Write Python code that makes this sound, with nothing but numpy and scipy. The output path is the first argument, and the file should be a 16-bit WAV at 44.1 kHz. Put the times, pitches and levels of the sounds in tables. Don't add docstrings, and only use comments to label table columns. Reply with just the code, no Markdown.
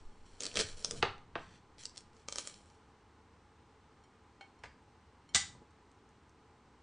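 import sys
import numpy as np
from scipy import signal
from scipy.io import wavfile

SR = 44100
rng = np.random.default_rng(int(sys.argv[2]) if len(sys.argv) > 2 else 0)


def volts(x):
    e = np.asarray(x, float) / 20
    return 10 ** e


def log_audio(samples):
    frames = np.atleast_2d(samples).T
    limited = np.clip(frames, -1, 1)
    pcm = np.round(limited * 32767).astype(np.int16)
    wavfile.write(sys.argv[1], SR, pcm)


N = 301100
DELAY_S = 0.00083
LEAD = 400

# pitch in Hz, level in dB, time to fall by 60 dB in seconds.
MELON = [(460, 5, 0.035), (580, -3, 0.035), (950, -8, .012), (1220, -5, 0.02), (1750, -10, 0.01),
         (341.6, -15.5, .04)]


def rms_one(x):
    return x / np.sqrt(np.mean(x ** 2) + 1e-20)


def peak_one(x):
    return x / np.abs(x).max()


def band(x, low_hz, high_hz, order=2):
    sos = signal.butter(order, [low_hz, min(high_hz, SR / 2.2)], "band", fs=SR, output="sos")
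    return signal.sosfilt(sos, x)


def swell(s, hold_s, rise_db_per_s, fall_db_per_s):
    end = s + hold_s
    times = [s - 90 / rise_db_per_s, s, end, end + 90 / fall_db_per_s]
    db = np.interp(np.arange(0, N, 20) / SR, times, [-90, 0, 0, -90])
    return volts(db).repeat(20)[:N]


def ring(clicks, hz, t60):
    r, w = volts(-60 / (t60 * SR)), 2 * np.pi * hz / SR
    return signal.lfilter([0, np.sin(w)], [1, -2 * r * np.cos(w), r * r], clicks + 1e-18)


def struck(s, db, modes, spread_db):
    out, at = np.zeros(N), np.round(np.asarray(s) * SR).astype(int)
    for hz, mode_db, t60 in modes:
        luck = rng.standard_normal(len(at))
        clicks = np.zeros(N)
        clicks[at] = volts(db + mode_db + spread_db * luck)
        out += ring(clicks, hz, t60)
    return out


def add(out, s, piece):
    i = round((s + DELAY_S) * SR) - LEAD
    out[i:i + len(piece)] += piece[:N - i]


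def burst(t60, size=2048, edge_db=0):
    t = (np.arange(size) - LEAD) / SR
    x = rng.standard_normal(size) * volts(np.where(t < 0, -20 + 2200 * t, -60 * t / t60))
    x[LEAD] = -3.0 * volts(edge_db)
    return x


def coloured(white, spectrum, edges, tilt_db=0):
    hz, db = np.transpose(spectrum)
    centres = np.sqrt(edges[1:] * edges[:-1])
    band_db = np.interp(np.log(centres), np.log(hz), db) + tilt_db * np.log2(centres / 1500)
    out = 0
    for k, gain in enumerate(volts(band_db)):
        out = out + gain * band(white[k % len(white)], edges[k], edges[k + 1])
    return out


def rattles(rows, spectrum, edge_db):
    out, edges = np.zeros(N), 180 * 2 ** np.arange(0, 6, 1 / 3)
    for s, db, tilt_db, t60 in rows:
        shudder = burst(max(t60, .01), size=SR // 3, edge_db=edge_db)
        add(out, s, volts(db) * peak_one(coloured([shudder, -shudder], spectrum, edges, tilt_db)))
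    return out


def fan():
    # pitch in Hz, level in dB per Hz.
    air_colour = [(24, -36), (40, -18), (70, 4), (174, -19), (204, -9), (235, -6.5), (411, -10.5),
                  (441, -13), (754, -20), (847, -12), (2590, -25), (9570, -37.5), (10500, -40.5),
                  (13600, -78), (22000, -120)]
    # pitch in Hz, width in Hz, level in dB against the air.
    casing = [(445, 22, -10.5), (840, 50, -10), (997, 86, -14), (1213, 12, -19.5)]
    white = rng.standard_normal((3, N))
    out = rms_one(coloured(white[:2], air_colour, 48 * 2 ** np.arange(0, 8.1, .5)))
    for hz, width_hz, db in casing:
        out += volts(db) * rms_one(band(white[2], hz - width_hz / 2, hz + width_hz / 2, order=1))
    return volts(-65) * out


def shake():
    # start in seconds, hold in seconds, sway in dB, rumble in dB.
    pushes = [(0, 0.06, -45.5, -70.5), (0.238, 0.05, -49.5, -79), (0.544, 0.027, -61, -62),
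              (0.698, 0.042, -46.5, -55.5), (.9, 0.015, -50, -45.5), (.98, 0.02, -58, -39),
              (1.104, 0.13, -61, -64), (1.373, 0.025, -61, -50), (1.473, 0.035, -70, -63),
              (1.756, 0.09, -63, -62), (2.015, 0.12, -67, -73), (2.514, 0.03, -81, -63),
              (4.64, 0.03, -88, -55.5), (5.36, 0.054, -90, -47), (5.505, .05, -78, -54.5)]
    rest_sway_db, rest_rumble_db = -87, -73
    s, hold_s, sway_db, rumble_db = np.transpose(pushes)
    lean = np.array([swell(*row, rise_db_per_s=300, fall_db_per_s=128.5) for row in zip(s, hold_s)])
    sway, rumble = rng.standard_normal((2, N))
    sway_gain = volts(rest_sway_db) + volts(sway_db) @ lean
    rumble_gain = volts(rest_rumble_db) + volts(rumble_db - 11.5) @ lean
    return sway_gain * rms_one(band(sway, 6, 15)) + rumble_gain * rms_one(band(rumble, 50, 180))


def booms():
    # start in seconds, deepest pitch in dB, upper pitches in dB.
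    blows = [
        (0.579, -61, -42),
        (.64, -39, -63),
        (0.929, -54, -47),
        (1.028, -40.5, -37),
        (1.079, -41.5, -73),
        (1.356, -60, -45),
        (5.35, -39.5, -38.5),
        (5.549, -74, -55),
    ]
    # pitch in Hz, time to fall by 60 dB in seconds.
    table_top = [(89, 0.11), (135, 0.066), (210, 0.077)]
    s, deep_db, upper_db = np.transpose(blows)
    out = np.zeros(N)
    for (hz, t60), db in zip(table_top, [deep_db, upper_db, upper_db]):
        out += struck(s, db, [(hz, 0, t60)], spread_db=0)
    return band(out, 71, 220)


def plate():
    # start in seconds, peak in dB, nearness to the rim from 0 to 1.
    taps = [
        (4.037, -57.5, 0.95),
        (4.409, -42, 0),
        (4.589, -63, 1),
        (5.29, -50.5, 0.8),
    ]
    # pitch in Hz, dB struck inside, dB struck at the rim, time to fall by 60 dB in seconds.
    modes = [(797, 6, -30, .09), (1500, -3, -30, .06), (2223, -1, -12, .2), (3128, -4, -5, .15),
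             (4258, 1, -2, .13), (5600, -20, -1, .07), (7090, -16, -2, .06), (8800, -26, -9, .06)]
    # start in seconds, level in dB, pitch in Hz,
    # time to fall by 60 dB in seconds.
    dish = (4.662, -73, 4690, .35)
    out, click = np.zeros(N), np.arange(SR // 3) == LEAD
    for s, db, rim in taps:
        body = 0
        for hz, inside_db, rim_db, t60 in modes:
            body = body + volts(inside_db + rim * (rim_db - inside_db)) * ring(click, hz, t60)
        add(out, s, volts(db) * peak_one(body))
    s, db, hz, t60 = dish
    return out + struck([s], db, [(hz, 0, t60), (1.012 * hz, -3, t60)], spread_db=0)


def handle_knocks():
    # start in seconds, peak in dB, tilt in dB per octave, rattle's 60 dB fall in seconds.
    knocks = [
        (4.408, -45, 0, 0.071),
        (4.635, -36, 0.012, 0.062),
        (4.655, -45, 0, 0.031),
    ]
    # pitch in Hz, level in dB per Hz.
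    handle = [(240, -26), (400, -7), (680, 3), (1040, -5), (2160, 1.5), (2340, -4), (3290, -11.5),
              (7230, -16.5), (9750, -26), (10300, -48), (13400, -78), (22000, -120)]
    return rattles(knocks, handle, edge_db=1.0)


def dropped_knife():
    # start in seconds, peak in dB, tilt in dB per octave, rattle's 60 dB fall in seconds.
    landings = [
        (5.3462, -14, -0.5, 0.058),
        (5.352, -17, -4, 0.032),
        (5.359, -14, 3, 0.013),
        (5.365, -23, -1.5, 0.027),
        (5.375, -27.5, 0.5, 0.18),
    ]
    # pitch in Hz, level in dB per Hz.
    clatter = [(120, -30), (200, -15), (638, -35), (791, -25.5), (904, -35.5), (1250, -3.5), (1600, -16),
               (2040, 2.5), (2700, -31.5), (3080, 2), (5150, 0), (7170, 0.5), (8200, -5), (9050, 0),
               (10500, -37), (13600, -67), (22000, -120)]
    # pitch in Hz, level in dB, time to fall by 60 dB in seconds.
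    steel = [(800, -8, .12), (1992, -1, .09), (2128, -12, .07), (3090, -6, .07), (3628, -2, .05),
             (3910, -10, .05), (6045, -2, .05), (6360, -2, .06), (6937, -6, .07), (7035, -3, .09),
             (7110, -5, .07), (7240, -7, .07), (7840, -4, .09), (8349, -8, .2), (8775, -8, .1)]
    rows = np.array(landings)
    blade = struck(rows[:, 0] + DELAY_S, rows[:, 1] - 16.5, steel, spread_db=1.5)
    return rattles(landings, clatter, edge_db=-2) + band(blade, 600, 11000)


def thuds():
    # start in seconds, peak in dB, tilt in dB per octave, rattle's 60 dB fall in seconds.
    blows = [
        (1.0255, -15, 2.5, 0.034),
        (1.032, -32, 1, 0.084),
        (1.049, -28, 0.5, 0.088),
        (1.074, -52, 0.3, 0.099),
        (1.3535, -26.5, -0.5, 0.055),
        (1.376, -41, -1, 0.11),
        (5.547, -54.5, -7, 0.094),
        (5.612, -53, -14, 0.12),
    ]
    # pitch in Hz, level in dB per Hz.
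    board = [(150, -34), (250, 3.5), (420, 16.5), (620, 7.5), (900, 13.5), (1200, 11), (2000, 4),
             (3200, -1), (4500, -7), (6000, -23.5), (8000, -30.5), (11000, -40)]
    return rattles(blows, board, edge_db=9.0)


def tearing():
    # start in seconds, hold in seconds, level in dB, centre in Hz,
    # hollow body in dB against the level.
    tears = [(0, 0.021, -63.5, 4330, -26), (0.055, .2, -70, 5000, -19), (0.264, 0.16, -62.5, 4800, -11),
             (0.412, 0.071, -43.5, 5000, -11), (0.514, 0.037, -52.5, 4500, -15),
             (0.568, 0.0067, -28.5, 4260, -12), (0.592, 0.015, -29, 4500, -16.5),
             (0.665, 0.063, -49, 4870, -16), (0.773, 0.12, -50, 5360, -14.5),
             (0.858, 0.081, -63, 5300, 1.5), (0.927, 0.022, -54.5, 5300, -2.5),
             (0.966, 0.02, -47, 5400, -14), (1.397, .17, -60.5, 3430, -26),
             (1.793, 0.044, -48.5, 5000, -35), (1.954, .015, -60.5, 5300, -22),
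             (2.143, 0.078, -66, 4700, -19), (2.3, 0.1, -51, 5500, -13), (2.383, .02, -41, 5600, -17.5),
             (2.449, 0.065, -50, 5500, -19), (2.54, 0.057, -62, 5470, -23), (2.607, 0.14, -68.5, 5600, -12),
             (2.77, 0.15, -78, 4700, -9.5)]
    present = rng.random(N) < 5000 / SR
    grain_size = volts(3.1 * np.minimum(rng.exponential(1, N), 5))
    grains = present * grain_size * rng.choice([-1, 1], N)
    centres = np.geomspace(2000, 9000, 7)
    parts = np.array([rms_one(band(grains, hz / 1.16, hz * 1.16)) for hz in centres])
    hollow = rms_one(sum(volts(db) * ring(grains, hz, 0.6 * t60) for hz, db, t60 in MELON))
    out = np.zeros(N)
    for s, hold_s, db, centre_hz, hollow_db in tears:
        shares = volts(-7.0 * np.log2(centres / centre_hz) ** 2)
        flesh = shares @ parts / np.sqrt(np.sum(shares ** 2)) + volts(hollow_db) * hollow
        out += volts(db) * swell(s, hold_s, rise_db_per_s=1303, fall_db_per_s=381) * flesh
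    return out


def snaps():
    # start in
    # seconds, peak in dB, centre in Hz, hollow body in dB against the peak.
    breaks = [(0.405, -24, 5420, -23), (0.4219, -29, 4960, -23), (0.4339, -26, 5440, -24),
              (0.4424, -29, 4310, -21), (0.4539, -25, 5540, -24), (0.4648, -23, 4800, -24),
              (0.5142, -41, 2540, -19), (0.5412, -37, 4880, -8), (0.5556, -24, 3830, -18),
              (0.5634, -28, 3160, -8), (0.5706, -17, 3190, -14), (0.5906, -20, 5050, -14),
              (0.5999, -20, 3770, -15), (0.6044, -20, 4730, -15), (0.6104, -21, 5520, -22),
              (0.6874, -37, 5070, -20), (0.7706, -46, 5500, -22), (0.825, -42, 5820, -8),
              (0.846, -16, 4700, -27), (0.9093, -21, 5400, -22), (0.9744, -43, 5060, -18),
              (1.1799, -51, 2760, -10),
              (1.3764, -47, 2590, 6), (1.3944, -49, 2850, 1), (1.7823, -44, 3940, -17),
             (1.8347, -37, 5570, -22), (1.8542, -24, 5420, -35), (1.8946, -45, 4620, -20),
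             (1.9599, -46, 4470, -18), (1.9714, -37, 4780, -27), (1.9769, -33, 5410, -31),
             (2.0063, -43, 7230, -22), (2.1314, -58, 3980, -7), (2.166, -52, 4640, -14),
             (2.1999, -58, 4610, -7), (2.2847, -25, 5000, -15), (2.3241, -25, 5400, -19),
             (2.3575, -26, 5540, -18), (2.3835, -20, 5000, -22), (2.4514, -45, 3930, -16),
             (2.4728, -25, 6200, -23), (2.4974, -39, 4620, -21), (2.5411, -41, 5040, -23),
             (2.6074, -57, 1600, -4), (2.6579, -54, 7400, -12), (2.7003, -55, 4570, -15)]
    late = [
        (3.1094, -63, 5140, -27.5),
        (5.707, -61.5, 5170, -21),
        (5.915, -56, 5720, -25),
        (6.09, -58.5, 7260, -29),
        (6.294, -58.5, 5780, -24),
    ]
    # pitch in Hz, level in dB, time to fall by 60 dB in seconds.
    halves = [(580, 2, 0.027), (990, 1.5, 0.01), (1230, 3.5, 0.02), (1560, -3, .012), (2320, -1, 0.023),
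              (3150, -1, 0.025)]
    # delay in seconds, level in dB.
    echoes = [(.0015, -13.5), (.0040, -15.5), (.0092, -13)]
    opens_s, click_db, hollow_db = 2.2, 1.0, -4.5
    rows, out = np.array(breaks + late), np.zeros(N)
    for s, db, hz, _ in rows:
        splinters = burst(.006, edge_db=1.5)
        click = peak_one(band(splinters, 0.79 * hz, 1.31 * hz, order=1))
        add(out, s, volts(db + click_db) * click)
    knock_db = rows[:, 1] + np.minimum(rows[:, 3], -12) + hollow_db
    whole = rows[:, 0] < opens_s
    for body, chosen in [(MELON, whole), (halves, ~whole)]:
        out += struck(rows[chosen, 0] + DELAY_S, knock_db[chosen], body, spread_db=2)
    return out + sum(volts(db) * np.roll(out, round(s * SR)) for s, db in echoes)


def room(near, far, near_db):
    # pitch in Hz, time to fall by 60 dB in seconds, level in dB against the direct sound.
    tail_bands = [(300, 0.21, -17), (1060, 0.34, -4.5), (3006, .3, -7), (7000, 0.29, -7.5)]
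    t, late = np.arange(SR // 2) / SR, 0
    for hz, t60, db in tail_bands:
        noise = band(rng.standard_normal(len(t)), hz / 1.8, hz * 1.8, order=1)
        tail = noise * volts(-60 * t / t60) * (1 - np.exp(-t / 0.0017))
        late = late + volts(db) * tail / np.sqrt(np.sum(tail ** 2)) * np.sqrt(hz / 16000)
    return near + far + signal.fftconvolve(volts(near_db) * near + far, late)[:N]


def difference(mid):
    # low edge in Hz, high edge in Hz, level in dB.
    noise_bands = [(200, 1500, -99), (1477, 4200, -89.5), (3000, 5700, -90.5), (5000, 10000, -93.5),
                   (7200, 13000, -102)]
    out = volts(-33) * mid * rms_one(band(rng.standard_normal(N), 20, 150))
    for low_hz, high_hz, db in noise_bands:
        patches = rms_one(band(rng.standard_normal(N), 1.5, 5, order=1)) > -.3
        out += volts(db) * patches * rms_one(band(rng.standard_normal(N), low_hz, high_hz))
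    return out


def scene():
    melon = snaps() + tearing()
    table = thuds() + handle_knocks() + plate() + dropped_knife()
    mid = room(melon, table, near_db=-5) + booms() + shake() + fan()
    side = difference(mid)
    return np.array([mid + side, mid - side])


def band_limit(x):
    return signal.sosfilt(signal.butter(12, 10680, fs=SR, output="sos"), x)


def record(dry):
    top_cut = signal.cheby2(10, 60, 11220, fs=SR, output="sos")
    return band_limit(signal.sosfilt(top_cut, dry))


dry = scene()
out = record(dry)
log_audio(out)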